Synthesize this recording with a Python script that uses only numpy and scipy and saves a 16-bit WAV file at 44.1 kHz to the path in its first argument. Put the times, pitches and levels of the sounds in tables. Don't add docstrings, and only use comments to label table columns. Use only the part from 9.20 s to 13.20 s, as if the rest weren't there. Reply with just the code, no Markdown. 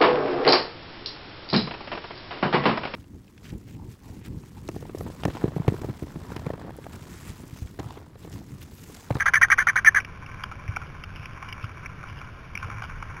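import sys
import numpy as np
from scipy import signal
from scipy.io import wavfile
from scipy.ndimage import uniform_filter1d, map_coordinates

SR = 44100
rng = np.random.default_rng(int(sys.argv[2]) if len(sys.argv) > 2 else 0)


def digitize_waveform(pressure):
    field = np.atleast_2d(pressure).T
    bounded = np.clip(field, -1, 1)
    quanta = np.round(bounded * 32767).astype(np.int16)
    wavfile.write(sys.argv[1], SR, quanta)


N = 176400


def vulture():
    # start_s, chip_s, chip_db, rasp_delay_s, rasp_s, rasp_db, throat_hz, pulse_hz
    cackles = [(-.016, 0.013, -11.5, 0.019, 0.032, -19, 1638, 281.4),
               (.057, 0.011, -16, 0.011, 0.034, -17, 1570, 286.3),
               (0.1357, 0.011, -14.5, 0.016, .035, -16, 1789, 331.5),
               (0.2136, .009, -13, 0.011, 0.038, -15, 1778, 295.2),
               (0.3015, 0.0064, -15, .0135, .03, -11, 1784, 317.4),
               (0.383, 0.0112, -14, .0155, 0.038, -20.5, 1678, 322),
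               (0.4696, 0.0096, -14, .0145, 0.0288, -16.5, 1732, 316),
               (0.5566, 0.011, -16, 0.016, .03, -17, 1735, 320),
               (.647, .007, -17, 0.012, .038, -12.5, 1815, 315.8),
               (0.746, 0.006, -17, 0.012, 0.042, -14.5, 1695, 328)]
    # share_of_length, gain_db, tuning_ratio
    chip_shape = [(0, -1, .8), (0.999, 0, 0.92)]
    rasp_shape = [(0, -2.5, 1.063), (.12, 0.5, 1.08), (.56, -2, .93), (.75, -6.5, .92), (1, -20, .88)]
    # frequency_hz, gain_db
    call_colour = [(200, -16.5), (480, 0.5), (650, -4.5), (800, 3.5), (920, -9.5), (1060, 1), (1300, 3.5),
                   (1700, 4), (2050, 2), (2330, 7), (2600, -11), (3100, 6.5), (3900, 2)]
    # start_s, length_s, level_db, pitch_hz
    whistles = [(0.081, 0.0074, -14.5, 1690), (0.158, 0.029, -17.5, 1741), (0.229, 0.013, -7.5, 1880),
                (0.669, 0.025, -6.5, 1751)]
    chip_pulse_hz, lock_share = 510, 0.25
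    voice, voice_share, tones = np.zeros(N), np.ones(N), np.zeros(N)
    for start_s, chip_s, chip_db, rasp_delay_s, rasp_s, rasp_db, throat_hz, pulse_hz in cackles:
        add(voice, start_s, syllable(chip_s, chip_db, throat_hz, chip_pulse_hz, chip_shape))
        add(voice, start_s + rasp_delay_s, syllable(rasp_s, rasp_db, throat_hz, pulse_hz, rasp_shape))
    for start_s, length_s, level_db, pitch_hz in whistles:
        add(tones, start_s, whistle(length_s, level_db, pitch_hz))
        add(voice_share, start_s, -lock_share * np.hanning(round(length_s * SR)))
    return colour(voice, call_colour) * voice_share + tones


def syllable(length_s, level_db, throat_hz, pulse_hz, shape):
    # tuning_ratio, width_hz, gain_db
    formants = [(1.021, 374, 4), (1.267, 350, -4), (0.721, 333, 1)]
    jitter, wobble, wobble_hz, uneven_db = 0.13, 0.045, 300, 2
    breath_share, squeal_share, throb_depth = 0.18, 0.55, 0.33
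    attack_s, release_s, limit_over_rms = 0.00053, 0.0025, 1.12
    count = 3072
    t = np.arange(count) / SR
    share, gain_db, tuning = np.transpose(shape)
    progress = np.minimum(t / length_s, 1)
    cycles = np.cumsum(pulse_hz * np.exp(jitter * drift(count, pulse_hz))) / SR
    pulses = np.diff(np.floor(cycles), prepend=-1)
    puffs = np.exp(-2 * (cycles % 1)) * rng.standard_normal(count)
    drive = (1 - breath_share) * unit(pulses) + breath_share * unit(puffs)
    hz = throat_hz * np.interp(progress, share, tuning) * np.exp(wobble * drift(count, wobble_hz))
    rasp = sum(amp(db) * resonate_twice(drive, hz * ratio, width) for ratio, width, db in formants)
    phase = 2 * np.pi * np.cumsum(hz) / SR
    squeal = np.sin(phase) + 0.55 * np.sin(phase + 2 * np.pi * cycles)
    voice = (1 - squeal_share) * unit(rasp) + squeal_share * unit(squeal)
    voice /= np.sqrt(uniform_filter1d(voice ** 2, size=300) + 1e-12)
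    saturated = limit_over_rms * np.tanh(voice / limit_over_rms)
    throb = 1 + throb_depth * np.cos(2 * np.pi * cycles)
    envelope = np.minimum(t / attack_s, 1) * np.exp(-np.maximum(t - length_s, 0) / release_s)
    course_db = level_db + np.interp(progress, share, gain_db) + uneven_db * drift(count, pulse_hz)
    return saturated * throb * envelope * amp(course_db)


def whistle(length_s, level_db, pitch_hz):
    sag_hz_per_s, waver = 870, 0.0042
    t = np.arange(0, length_s, 1 / SR)
    hz = (pitch_hz - sag_hz_per_s * (t - length_s / 2)) * (1 + waver * drift(len(t), hz=300))
    swell = np.sqrt(2) * amp(level_db) * np.sin(np.pi * t / length_s)
    return swell * np.sin(2 * np.pi * np.cumsum(hz) / SR)


def knocks():
    # start_s, peak_db, scrape_decay_s, ring_hz
    strikes = [(.285, -24, 0.00065, 1080), (1.238, -24, 0.00037, 1370), (1.315, -25.5, .006, 1070),
               (1.568, -13.5, 0.0011, 940), (1.617, -28.5, 0.0053, 1110), (2.227, -23, 0.00099, 1480),
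               (2.441, -25, 0.0011, 1300), (2.839, -25.5, .001, 1100), (3.015, -27, 0.00077, 1420),
               (3.428, -21.5, 0.0018, 1410), (3.445, -29, 0.0043, 1400), (3.501, -24, 0.0017, 1550),
               (3.621, -23, 0.0019, 1180), (3.639, -24.5, 0.0013, 1100), (3.696, -27.5, 0.0015, 1450),
               (3.826, -21, 0.0015, 1140)]
    width_hz, case_db, crack_db = 610, 3, -7
    out = np.zeros(N)
    for start_s, peak_db, scrape_decay_s, ring_hz in strikes:
        touch = contact(scrape_decay_s)
        ring = unit(resonate_twice(touch, ring_hz, width_hz))
        crack = resonate(touch, ring_hz, 2 * width_hz)
        knock = ring + amp(case_db) * unit(camera_case(crack)) + amp(crack_db) * unit(crack)
        add(out, start_s, amp(peak_db) * knock / abs(knock).max())
    bass_cut = signal.butter(2, 640, "high", fs=SR, output="sos")
    return signal.sosfilt(bass_cut, out)


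def ticks():
    # start_s, level_db, ring_hz, scrape_decay_s
    flicks = [(0.377, -23, 2140, .004), (0.802, -21.5, 2350, 0.0028), (0.848, -24, 2680, 0.0013),
              (1.062, -30, 2770, 0.0015), (1.114, -34.5, 2180, 0.0012), (1.237, -16.5, 3090, 0.0016),
              (1.479, -29, 2220, 0.0069), (1.562, -21.5, 2320, 0.0023), (1.838, -23.5, 2870, .002),
              (1.96, -28.5, 2900, 0.004), (2.057, -25.5, 2500, 0.0014), (2.288, -28, 2900, 0.0093),
              (2.326, -22, 2870, 0.0026), (2.659, -27, 2260, 0.003), (3.353, -19.5, 2360, 0.0014),
              (3.375, -19.5, 2260, 0.00096)]
    # frequency_hz, gain_db
    response = [(100, -23), (500, 6), (900, 3.5), (3000, 0.5), (3400, -7), (3900, -13.5)]
    width_hz, case_db = 560, -2.5
    out = np.zeros(N)
    for start_s, level_db, ring_hz, scrape_decay_s in flicks:
        touch = contact(scrape_decay_s)
        ring = unit(resonate_twice(touch, ring_hz, width_hz))
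        case_ring = unit(camera_case(resonate(touch, ring_hz, 2 * width_hz)))
        tick = ring + amp(case_db) * case_ring
        add(out, start_s, amp(level_db) * tick / abs(tick).max())
    return colour(out, response)


def contact(decay_s):
    scrape_db = 0.5
    t = np.arange(SR // 16) / SR
    impulse = 1.0 * (t == 0)
    scrape = rng.standard_normal(len(t)) * np.exp(-t / decay_s) * np.minimum(t / decay_s, 1)
    return unit(impulse) + amp(scrape_db) * unit(scrape)


def camera_case(x):
    # frequency_hz, width_hz, gain_db
    modes = [(793, 91, -4), (1047, 82, 8.5), (1366, 176, 6), (1570, 190, 5), (2308, 156, 5),
             (2900, 160, -28)]
    return sum((-1) ** k * amp(db) * resonate(x, hz, width) for k, (hz, width, db) in enumerate(modes))


def thumps():
    # centre_s, peak_db, pitch_hz, fall_s
    bumps = [(1.494, -19.5, 99, 0.0067), (2.444, -25, 109, 0.0059), (3.448, -27.5, 90, 0.0087),
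             (3.54, -34, 109, 0.055), (3.755, -36, 32.4, 0.071)]
    rise_over_fall = 0.45
    out, t = np.zeros(N), np.arange(N) / SR
    for centre_s, peak_db, pitch_hz, fall_s in bumps:
        age = t - centre_s
        scale_s = np.where(age < 0, rise_over_fall * fall_s, fall_s)
        envelope = np.exp(1 - np.hypot(1, age / scale_s))
        out += amp(peak_db) * envelope * np.cos(2 * np.pi * pitch_hz * age)
    return out


def rustle():
    # time_s, level_db
    jostling = [(0, -43.5), (0.999, -47.5), (1.1, -42), (1.4, -45.5), (1.5, -44), (1.68, -45), (2.0, -47),
                (2.2, -42), (2.35, -44), (2.46, -40), (2.58, -42.5), (2.72, -42.5), (3.0, -41.5),
                (3.15, -49.5), (3.33, -46.5), (3.44, -35.5), (3.6, -42), (3.8, -45.5), (3.88, -45),
                (3.97, -40.5)]
    snaps_per_s, snap_db, quill_db, trim_db = 20, -9.5, -15, -2
    snaps = unit(rng.uniform(-0.56, 1, N) * (rng.random(N) < snaps_per_s / SR))
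    plumage = unit(camera_case(unit(crackles(clump_db=2.5)) + amp(snap_db) * snaps))
    quills = unit(resonate_twice(crackles(clump_db=5), hz=2900, width_hz=530))
    level_db = trim_db + np.interp(np.arange(N) / SR, *np.transpose(jostling))
    return (plumage + amp(quill_db) * quills) * amp(level_db)


def brushes():
    # start_s, length_s, level_db, centre_hz, width_hz
    strokes = [(1.856, 0.28, -49.5, 2600, 700), (2.399, 0.072, -44.5, 2640, 800),
               (2.978, 0.068, -48, 1310, 1210), (3.378, .05, -43.5, 2600, 800),
               (3.412, .18, -48, 517, 1000), (3.399, 0.87, -47.5, 1370, 795)]
    out = np.zeros(N)
    for start_s, length_s, level_db, centre_hz, width_hz in strokes:
        swell = np.hanning(round(length_s * SR))
        slips = crackles(clump_db=3.5)[:len(swell)]
        add(out, start_s, amp(level_db) * swell * unit(resonate_twice(slips, centre_hz, width_hz)))
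    return out


def crackles(clump_db):
    slips_per_s, spread_db, clump_hz = 3500, 4.5, 40.72
    sizes = amp(spread_db * np.minimum(rng.exponential(1, N), 5)) * rng.choice([-1, 1], N)
    slipping = rng.random(N) < slips_per_s / SR
    return sizes * slipping * amp(clump_db * drift(N, clump_hz))


def scatter(x):
    echo_db, t60_s = -24, 0.097
    t = np.arange(SR // 4) / SR
    tail = rng.standard_normal(len(t)) * amp(-60 * t / t60_s)
    return x + amp(echo_db) * signal.fftconvolve(x, tail / np.linalg.norm(tail))[:N]


def air():
    # frequency_hz, relative_density_db
    hiss_spectrum = [(20, -1.5), (102, -1), (142, -7.5), (315, -15.5), (683, -19.5), (909, -24.5),
                     (1250, -18.5), (1600, -16.5), (1930, -24.5), (2500, -22), (3130, -27), (3900, -30.5),
                     (5000, -62)]
    wind_spectrum = [(20, -22.5), (45, -8), (105, -1.5), (170, -8), (300, -39), (900, -70.5)]
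    hiss_db, wind_db, gust_db = -43, -44.5, 1.5
    hiss = unit(colour(rng.standard_normal(N), hiss_spectrum))
    wind = unit(colour(rng.standard_normal(N), wind_spectrum) * amp(gust_db * drift(N, hz=7.5)))
    return amp(hiss_db) * hiss + amp(wind_db) * wind


def resonate(x, hz, width_hz):
    rotation = np.exp(2j * np.pi * np.cumsum(hz * np.ones(len(x))) / SR)
    pole = np.exp(-np.pi * width_hz / SR)
    return 2 * (rotation * signal.lfilter([1 - pole], [1, -pole], x / rotation + 1e-18)).real


def resonate_twice(x, hz, width_hz):
    return resonate(resonate(x, hz, width_hz), hz, width_hz)


def colour(x, points):
    frequency_hz, gain_db = np.transpose(points)
    size = 4096
    bin_hz = abs(np.fft.fftfreq(size, 1 / SR))
    log_gain = np.log(amp(np.interp(np.log(bin_hz + 1), np.log(frequency_hz + 1), gain_db)))
    taps = np.fft.ifft(np.exp(np.conj(signal.hilbert(log_gain)))).real
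    return signal.fftconvolve(x, taps[:size // 2])[:len(x)]


def drift(count, hz):
    position = np.arange(count) * hz / SR
    return unit(np.interp(position, np.arange(512), rng.standard_normal(512)))


def amp(db):
    return 10 ** (np.asarray(db) / 20)


def unit(x):
    return x / np.sqrt(np.mean(x ** 2) + 1e-20)


def add(mix, start_s, sound):
    at = round(start_s * SR)
    sound = sound[max(-at, 0):]
    part = mix[max(at, 0):][:len(sound)]
    part += sound[:len(part)]


def scene():
    return (scatter(vulture() + ticks() + knocks()) + rustle() + brushes() + thumps() + air())[None]


def record(dry):
    camera_rate_hz, edge_hz, ceiling = 8000, 15900, 0.95
    t, sample_times = np.arange(N) / SR, np.arange(0, N / SR, 1 / camera_rate_hz)
    band = signal.fftconvolve(dry[0], signal.firwin(129, camera_rate_hz / 2, fs=SR), "same")
    samples = map_coordinates(band, [sample_times * SR], order=3, mode="nearest")
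    soft_clipped = samples / (1 + (samples / ceiling) ** 8) ** (1 / 8)
    joined = np.interp(t, sample_times, soft_clipped)
    treble_cut = signal.firwin(511, edge_hz, window=("kaiser", 9), fs=SR)
    return signal.fftconvolve(joined, treble_cut, "same")[None]


dry = scene()
out = record(dry)
digitize_waveform(out)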